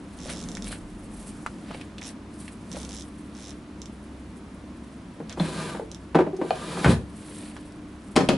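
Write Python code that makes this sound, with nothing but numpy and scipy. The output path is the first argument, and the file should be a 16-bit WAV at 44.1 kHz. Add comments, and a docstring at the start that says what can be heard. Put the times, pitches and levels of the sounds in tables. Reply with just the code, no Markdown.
"""Leatherwork in a small workshop

Over a low hum, leather strips slide through the hands with the hiss of friction, and the seat creaks by
stick-slip motion at each lean. A wooden drawer rubs open, takes a dropped tool and is pushed shut,
rocking its chest. Last, a wooden lap board is set down on a box with two knocks. Each of these impacts
excites the normal modes of the struck body, which decay exponentially."""
import sys
import numpy as np
from scipy import signal
from scipy.fft import rfft, irfft
from scipy.io import wavfile

SR = 44100
rng = np.random.default_rng(int(sys.argv[2]) if len(sys.argv) > 2 else 0)


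def dump_mix(stems):
    """Bounce the given channels to the path in sys.argv[1] as a 16-bit WAV at rate SR."""
    frames = np.atleast_2d(stems).T  # one column per channel
    limited = np.clip(frames, -1, 1)  # hard clip at full scale
    pcm = np.round(limited * 32767).astype(np.int16)
    wavfile.write(sys.argv[1], SR, pcm)


N = 369116
TIME = np.arange(N) / SR

# long leans on the seat: start_s, end_s, peak_slips_per_s, final_db, initial_deficit_db
LEANS = [(0.188, 0.448, 122, -32, 6), (2.014, 2.099, 127, -32.5, 2.5), (2.735, 2.855, 74, -31.5, 5),
         (2.891, 3.031, 110, -32.5, 1), (3.35, 3.516, 112, -33, 10)]
# normal modes of the drawer: pitch_hz, level_db, t60_s
DRAWER_MODES = [(162, -5, 0.31), (191.4, -3, 0.062), (281, -4.5, 0.24), (342.5, -1, 0.15), (381, -2, 0.1),
                (466, -1, 0.077), (657.5, -9, 0.099), (776, -6.5, 0.13), (924, 1.5, 0.036),
                (998, -7, 0.063), (1532, -3, 0.033)]
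# spectrum of the dense weak modes of drawer and chest: frequency_hz, level_db
WOOD_SPECTRUM = [(100, -50.5), (160, -9), (380, -10), (560, -12), (1000, -21.5), (2500, -32), (5000, -46),
                 (11000, -55.5)]


def undb(db):
    """Amplitude ratio of a level in decibels."""
    return 10 ** (np.asarray(db) / 20)


def unit(x):
    """Normalisation to an rms of 1."""
    return x / np.sqrt(np.mean(x ** 2))


def fade(t, t60):
    """Exponential decay, 60 dB down after t60 seconds."""
    return np.exp(-np.log(1000) * t / t60)


def clock(seconds):
    """Sample times of a short sound."""
    return TIME[:int(seconds * SR)]


def bell(middle_s, half_s):
    """Gaussian envelope of a movement that swells and dies away."""
    return np.exp(-np.minimum(((TIME - middle_s) / half_s) ** 2 / 2, 20))


def progress(start_s, end_s):
    """Linear ramp from 0 to 1 over a movement."""
    return np.clip((TIME - start_s) / (end_s - start_s), 0, 1)


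def walk(rate_hz):
    """Random fluctuation: straight lines between Gaussian values of spread 1."""
    knots = rng.standard_normal(int(N / SR * rate_hz) + 2)
    return np.interp(TIME * rate_hz, np.arange(len(knots)), knots)


def add(out, start_s, x):
    """Superposition of x on out from start_s."""
    i = max(int(start_s * SR), 0)
    out[i:i + len(x)] += x[:max(N - i, 0)]


def colour(x, points, size=8192):
    """Minimum-phase filter through (frequency_hz, gain_db) points."""
    hz, db = np.transpose(points)
    bins = np.maximum(np.arange(size // 2 + 1) * SR / size, 1)
    gain = undb(np.interp(np.log(bins), np.log(hz), db))
    cepstrum = irfft(np.log(gain))
    cepstrum[1:size // 2] *= 2  # folding the cepstrum makes the filter causal
    cepstrum[size // 2 + 1:] = 0
    return signal.fftconvolve(x, irfft(np.exp(rfft(cepstrum))))[:len(x)]


def noise(spectrum, samples=N):
    """Gaussian noise of a given spectral shape, at unit rms."""
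    return unit(colour(rng.standard_normal(samples), spectrum))


def resonate(x, hz, width_hz):
    """Second-order resonance with gain 1 at its centre."""
    return signal.lfilter(*signal.iirpeak(min(hz, SR / 3), hz / width_hz, fs=SR), x)


def glide(x, hz, width_hz):
    """Time-varying resonance whose centre follows the curve hz."""
    turn = np.exp(2j * np.pi * np.cumsum(hz) / SR)
    pole = np.exp(-np.pi * width_hz / SR)
    return 2 * np.real(turn * signal.lfilter([1 - pole], [1, -pole], x / turn))


def friction(spectrum, grain_db, flutter_db):
    """Sliding friction: dense tiny slips of uneven size act as amplitude-modulated noise."""
    slips = rng.standard_normal(N) * undb(grain_db * walk(2500) + flutter_db * walk(70))
    return colour(slips, spectrum)


def knocks(blows, modes, spectrum, dense_db, low_t60, high_t60, crack_db):
    """Modal response to impact: a few strong modes, many weak ones heard as noise, and a short crack."""
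    out, t = np.zeros(N), clock(.5)
    lowpass, highpass = (signal.butter(2, 1200, kind, fs=SR, output="sos") for kind in ("low", "high"))
    for start_s, db, thump_db, edge_db in blows:
        ring = np.zeros(len(t))
        for k, (hz, mode_db, t60) in enumerate(modes):
            detuned_hz = hz * (1 + 0.0066 * rng.standard_normal())
            ring += (-1) ** k * undb(mode_db) * fade(t, t60) * np.sin(2 * np.pi * detuned_hz * t)
        dense = noise(spectrum, len(t))
        low = signal.sosfilt(lowpass, dense) * fade(t, low_t60)
        high = signal.sosfilt(highpass, dense) * fade(t, high_t60)
        crack = rng.standard_normal(len(t)) * fade(t, 0.015) * undb(edge_db / 2)
        body = .5 * ring + undb(dense_db) * (low - high) + undb(crack_db) * crack
        # a heavy blow brings out the bass, a hard corner the treble
        contact = [(170, thump_db), (330, 0), (450, 0), (2200, edge_db)]
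        add(out, start_s, undb(db) * colour(body, contact))
    return out


def room(x, wet_db, t60, pan_db):
    """Diffuse reverberation from close, cluttered walls; the two ears differ most in the treble."""
    t = clock(.4)
    decay = fade(t, t60) * (t > .003)
    shared, apart = (unit(rng.standard_normal(len(t)) * decay) / np.sqrt(len(t)) for _ in range(2))
    mid = 1.24 * signal.fftconvolve(x, shared)[:N]
    side = signal.fftconvolve(x, colour(apart, [(80, -11.5), (2000, 0.5)]))[:N]
    direct = np.array([x * undb(pan_db / 2), x * undb(-pan_db / 2)])
    return direct + undb(wet_db) * np.array([mid + side, mid - side])


def background(noise_db=-43, side_db=-11, waver_db=4.5):
    """A wavering machine hum in a diffuse noise field, whose long waves reach both ears alike."""
    # spectrum of the room noise: frequency_hz, level_db
    room_spectrum = [(15, -40), (25, -16.5), (54, -4.5), (110, -6.5), (134, -9), (202, -1.5), (267, -3),
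                     (303, -4), (456, -16), (668, -17.5), (798, -22), (979, -19), (1800, -26.5),
                     (5820, -39), (11000, -54)]
    # partials of the hum: pitch_hz, level_db
    partials = [(66, -54), (100, -61), (210, -57), (299.5, -52)]
    mid, side = noise(room_spectrum), noise(room_spectrum)
    side = colour(side, [(70, -33), (300, -6), (2000, 6.5), (9000, 3.5)]) * undb(side_db)
    hum = np.zeros(N)
    for hz, db in partials:
        amplitude = np.sqrt(2) * undb(db + waver_db * walk(5))
        hum += amplitude * np.sin(2 * np.pi * hz * TIME + 0.7 * walk(6))
    return undb(noise_db) * np.array([mid + side, mid - side]) + hum


def arms(sweep_db=-43, rest_db=-50.5):
    """Air displaced by lifting a strip rumbles; incoherent rustles of shirt and apron add in power."""
    # arm movements that shift cloth: middle_s, half_length_s, level_db
    reaches = [(0.447, 0.23, -39), (1.453, 0.36, -44.5), (2.8, 0.14, -43)]
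    air = noise([(20, -22), (42, 13), (100, -25), (400, -86)])
    cloth = noise([(80, -24.5), (200, -1), (400, -17), (3000, -38.5)])
    power = undb(rest_db) ** 2 + sum((undb(db) * bell(s, half)) ** 2 for s, half, db in reaches)
    return air * undb(sweep_db) * bell(middle_s=0.81, half_s=0.33) + cloth * np.sqrt(power)


def fingers(ticks_per_s=6, level_range_db=(-79, -42)):
    """Broadband transients: a nail or a leather edge catches at random with a faint dry tick."""
    out, t = np.zeros(N), clock(.02)
    for start_s in rng.uniform(0, N / SR, int(ticks_per_s * N / SR)):
        gain = undb(rng.uniform(*level_range_db))
        add(out, start_s, gain * rng.standard_normal(len(t)) * fade(t, 0.0069))
    return out


def leather(lean_hiss_db=-53, lean_scuff_db=-53.5, fidget_db=-66):
    """Friction of strips in the fingers and of clothes in a lean: fine hiss, coarser scuff if pressed."""
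    # strokes of leather and sleeve: middle_s, half_length_s, hiss_db, scuff_db
    strokes = [(0.304, 0.025, -40.5, -42.5), (0.705, 0.035, -37.5, -41), (1.26, 0.078, -45.5, -65),
               (1.748, 0.061, -51.5, -50), (2.08, 0.018, -41, -49.5), (2.433, 0.066, -48, -58),
               (2.772, 0.05, -56, -56), (5.312, 0.018, -52, -42), (7.385, 0.16, -47, -51.5)]
    # spectrum of light rubbing: frequency_hz, level_db
    hiss_spectrum = [(1500, -12.5), (3500, -8), (6800, -7.5), (8500, 1), (10500, 0.5)]
    # spectrum of pressed rubbing: frequency_hz, level_db
    scuff_spectrum = [(150, -28), (500, -0.5), (850, -10), (2000, -7.5), (4500, -11), (9000, -49)]
    leaning = sum(bell((start + end) / 2, (end - start) / 2) for start, end, *_ in LEANS)
    hiss_gain = undb(lean_hiss_db) * leaning + undb(fidget_db + 4 * walk(2.81))
    scuff_gain = undb(lean_scuff_db) * leaning
    for middle_s, half_s, hiss_db, scuff_db in strokes:
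        stroke = bell(middle_s, half_s)
        hiss_gain += undb(hiss_db) * stroke
        scuff_gain += undb(scuff_db) * stroke
    hiss = unit(friction(hiss_spectrum, grain_db=-3.5, flutter_db=4.5))
    scuff = unit(friction(scuff_spectrum, grain_db=5.5, flutter_db=3))
    return hiss_gain * hiss + scuff_gain * scuff


def taps(tick_db=-18, ring_db=-16, ring_t60=0.04, cycles=5.5):
    """Heavily damped impacts: a pulse that dies within a few cycles, a tick and a faint ring."""
    # light contacts of knife and strip, in the hands and on the box: start_s, level_db, pitch_hz
    contacts = [(.258, -22, 580), (.571, -23.5, 1830), (.728, -23, 1570), (1.463, -11.5, 1240),
                (1.707, -24.5, 596), (1.712, -22, 1120), (1.746, -25, 2400), (1.748, -24, 566),
                (1.813, -25, 2570), (1.9824, -21.5, 2800), (2.019, -23.5, 2070), (2.48, -25, 2300),
                (2.747, -28, 476), (2.768, -21, 546), (6.366, -31.5, 5850), (7.566, -23.5, 1520)]
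    out, t = np.zeros(N), clock(0.15)
    for start_s, db, hz in contacts:
        pulse = -np.sin(2 * np.pi * hz * t) * fade(t, cycles / hz)
        tick = rng.standard_normal(len(t)) * fade(t, 0.0014)
        ring = unit(resonate(rng.standard_normal(len(t)), hz, 0.4 * hz)) * fade(t, ring_t60)
        add(out, start_s, undb(db) * (pulse + undb(tick_db) * tick + undb(ring_db) * ring))
    return out


def seat_slips(end_speed=.55, skew=.7, jitter=.04, scatter_db=.8):
    """Stick-slip motion: a joint slips at a rate set by the lean's speed. Returns (start_s, level_db)."""
    # small shifts of weight, with just two slips each: start_s, gap_s, level_db
    shifts = [(0.4871, 0.029, -28.5), (0.5508, 0.019, -27.5), (0.6222, 0.021, -28), (2.7158, .012, -29.5),
              (3.8172, 0.04, -30), (5.295, 0.031, -29.5), (5.915, 0.031, -29)]
    slips = []
    for start_s, gap_s, db in shifts:
        slips += [(start_s, db), (start_s + gap_s, db - 2.5)]
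    for start_s, end_s, peak_rate, final_db, deficit_db in LEANS:
        s = start_s
        while s < end_s:
            done = (s - start_s) / (end_s - start_s)
            speed = end_speed + (1 - end_speed) * np.sin(np.pi * done ** skew)
            slips.append((s, final_db - deficit_db * (1 - done) + scatter_db * rng.standard_normal()))
            s += np.exp(jitter * rng.standard_normal()) / (peak_rate * speed)
    return slips


def seat(snap_s=0.00205, snap_db=-3, rasp_s=.0006, rasp_db=-10):
    """Each slip, a snap and a tiny rasp, radiates directly and also excites the joint's resonances."""
    # resonances of the seat joint: centre_hz, width_hz, gain_db
    resonances = [(3670, 930, -2.5), (5530, 310, 1.5), (6160, 130, 2.5), (6680, 250, -5.5),
                  (7300, 240, -3.5)]
    force, t = np.zeros(N), clock(.02)
    age = np.minimum(t / snap_s, 1)
    snap_hz = np.interp(age, (0, 1), (9590, 1650))  # dispersion: in wood the treble outruns the bass
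    snap = np.sin(np.pi * age) * np.sin(2 * np.pi * np.cumsum(snap_hz) / SR)
    for start_s, db in seat_slips():
        rasp = rng.standard_normal(len(t)) * t / rasp_s * np.exp(1 - t / rasp_s)
        add(force, start_s, undb(db) * (undb(snap_db) * snap + undb(rasp_db) * rasp))
    direct = colour(force, [(800, -11), (3000, -12), (7500, 0.5), (11000, 1)])
    joint = sum(undb(db) * resonate(force, hz, width_hz) for hz, width_hz, db in resonances)
    return direct + 1.51 * joint


def drawer_slide(box_db=-4, panel_width_hz=52, panel_flutter_db=3, panel_sag=0.097):
    """Friction forces the drawer's modes; its thin bottom panel falls in pitch as it comes out."""
    # spectrum of wood rubbing on the runners: frequency_hz, level_db
    runner_spectrum = [(70, -41), (160, -2), (260, -10), (450, -10), (700, -18), (1300, -20.5),
                       (2300, -23.5), (4000, -22.5), (5900, -30.5), (11000, -28)]
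    # resonances of the bottom panel, half open: centre_hz, gain_db
    panel_modes = [(662, -5), (980, 2.5), (1200, 5), (1590, 4.5), (2350, 0.5)]
    shut_s = 6.86
    pull, push = progress(5.36, 5.83), progress(6.337, shut_s)
    rub = friction(runner_spectrum, grain_db=1.5, flutter_db=1.5)
    box = sum(resonate(rub, hz, np.log(1000) / (np.pi * t60)) for hz, _, t60 in DRAWER_MODES)
    opening = pull - push
    bend = 1 - panel_sag * (opening - .5)
    panel = sum(glide(rub, hz * bend, panel_width_hz) * undb(db + panel_flutter_db * walk(18))
                for hz, db in panel_modes)
    # amplitude follows speed: the pull peaks early, the push gains up to the stop, the contents slide on
    pull_speed = np.sin(np.pi * pull ** 0.78)
    push_speed = push * (TIME < shut_s)
    contents_speed = bell(shut_s + 0.045, half_s=0.028)
    drag = undb(-32.5) * pull_speed + undb(-31) * push_speed + undb(-25) * contents_speed
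    return unit(rub + undb(box_db) * box + panel) * drag


def judders(overtone_db=-15, waver=0.0297):
    """Nearly periodic stick-slip of wood on wood drives the drawer's floor in a hollow groan."""
    # brief runs of even slips: start_s, length_s, slip_rate_hz, level_db
    groans = [(5.813, 0.025, 440, -31), (6.183, 0.047, 383, -17), (6.331, 0.019, 385, -23),
              (6.388, 0.019, 360, -23.5)]
    out = np.zeros(N)
    for start_s, length_s, hz, db in groans:
        phase = 2 * np.pi * np.cumsum(hz * (1 + waver * walk(70))) / SR
        done = progress(start_s, start_s + length_s)
        arch = 2 * np.sqrt(done * (1 - done))
        out += undb(db) * arch * (np.sin(phase) + undb(overtone_db) * np.sin(2 * phase))
    return out


def drawer_jolts():
    """Impulsive excitation: jolts and the dropped tool set the drawer's modes ringing."""
    # blows to the drawer: start_s, level_db, thump_db, edge_db
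    blows = [(5.2015, -30.5, 8.5, -10), (5.372, -29, 2, -8), (5.399, -26.5, 20, 5.5), (5.748, -29, -1, 0.5),
             (5.795, -27.5, -17, -12), (6.147, -17.5, -3, -1), (6.153, -10.5, 0, -4), (6.187, -16, -7, -2),
             (6.205, -15, -2.5, -6.5), (6.266, -22, -2, -14), (6.414, -19.5, -10, -7.5),
             (6.445, -28.5, -8, -25), (6.772, -29, 11.5, -4), (6.8445, -23.5, 6, 14.5),
             (6.857, -20.5, -1, 8.5)]
    return knocks(blows, DRAWER_MODES, WOOD_SPECTRUM,
                  dense_db=0, low_t60=0.097, high_t60=0.081, crack_db=-43)


def chest():
    """Free vibration of a large body: the chest rocks as the drawer shuts and rings in low modes."""
    # blows of the rocking chest: start_s, level_db, thump_db, edge_db
    blows = [(6.860, -12.5, 9, -6), (6.899, -19, 10.5, -14), (6.946, -29.5, 13, -14)]
    # normal modes of the chest: pitch_hz, level_db, t60_s
    modes = [(68, -9.5, 0.5), (83, -9.5, 0.44), (101, -11.5, 0.47), (137.7, -1, 0.28), (236, -4.5, 0.25),
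             (288.4, -2.5, 0.37)]
    return knocks(blows, modes, WOOD_SPECTRUM, dense_db=-5.5, low_t60=0.28, high_t60=0.15, crack_db=-32)


def handle_and_pull():
    """Small stiff bodies have high, short-lived modes: a tool handle clacks, the metal pull clicks."""
    # the handle strikes the drawer's side: start_s, level_db, thump_db, edge_db
    handle_blows = [(6.5065, -7.5, -13, -3)]
    # normal modes of the handle: pitch_hz, level_db, t60_s
    handle_modes = [(637, 4, 0.027), (744, 5.5, 0.033), (2440, -14, 0.042), (3030, -14, .03),
                    (4290, -10, 0.011)]
    # the drawer's pull comes free: start_s, level_db, thump_db, edge_db
    pull_blows = [(5.398, -21.5, -8, 4)]
    # normal modes of the pull: pitch_hz, level_db, t60_s
    pull_modes = [(3480, -1, 0.022), (4150, -3, .03)]
    texture = dict(spectrum=WOOD_SPECTRUM, dense_db=-12, low_t60=0.077, high_t60=0.049, crack_db=-37)
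    return knocks(handle_blows, handle_modes, **texture) + knocks(pull_blows, pull_modes, **texture)


def board():
    """The point of impact weights the modes: each edge of the board lands with its own mix of them."""
    # normal modes of the board: pitch_hz, first_edge_db, second_edge_db, t60_s
    board_modes = [(146, -12, -3, 0.36), (201.2, -11, 1.5, 0.22), (268, 0.5, 9, 0.18), (340, 0, -3, 0.092),
                   (365, -14, 5, 0.13), (538, -9, 4, 0.12), (620, -5, 8, 0.078), (777, -6, -4, 0.11),
                   (902, -11, -5, 0.11), (1260, -23, -21, 0.12), (2543, -8, 0, 0.028),
                   (3220, -17, -4.5, 0.02), (5340, -29, -32, 0.22)]
    # spectrum of its dense weak modes: frequency_hz, level_db
    spectrum = [(40, -25), (140, 3), (350, 1), (630, -8.5), (1500, -13), (2600, -20), (5000, -20),
                (11000, -41)]
    # the two edges land on the box: touch_s, corner_lag_s, corner_db, face_db
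    landings = [(8.157, .0052, -13, -10), (8.2865, .0018, -16, -21.5)]
    out = np.zeros(N)
    for edge, (touch_s, corner_lag_s, corner_db, face_db) in enumerate(landings):
        corner_s = touch_s + corner_lag_s
        face_s = corner_s + .0082
        # start_s, level_db, thump_db, edge_db
        blows = [(touch_s, face_db - 10, 7, -3),  # first touch
                 (corner_s, corner_db, -6, 6.5),  # a hard corner bites
                 (corner_s + .0026, corner_db - 8, -6, 6.5),  # it skids and catches again
                 (face_s, face_db, -1, -9),  # the face slaps down dully
                 (face_s + .036, face_db - 4, 2, -7)]  # one rebound
        modes = [(hz, levels_db[edge], t60) for hz, *levels_db, t60 in board_modes]
        out += knocks(blows, modes, spectrum, dense_db=-4.5, low_t60=0.18, high_t60=0.091, crack_db=-12)
    return out


def scene():
    """Superposition of drawer, board, hands and seat, each with its reverberation, on the background."""
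    drawer = drawer_jolts() + chest() + handle_and_pull() + drawer_slide() + judders()
    return (room(drawer, wet_db=-9.5, t60=0.23, pan_db=0.5)
            + room(board(), wet_db=-9, t60=0.3, pan_db=2.3)
            + room(taps() + leather() + fingers() + arms(), wet_db=-11, t60=0.075, pan_db=-0.5)
            + room(seat(), wet_db=-8.5, t60=0.12, pan_db=-4)
            + background())


def record(dry):
    """Band limiting: a steep elliptic low-pass removes the top treble."""
    cutoff_hz = 11020
    return signal.sosfilt(signal.ellip(10, .2, 70, cutoff_hz, fs=SR, output="sos"), dry)


dry = scene()
out = record(dry)
dump_mix(out)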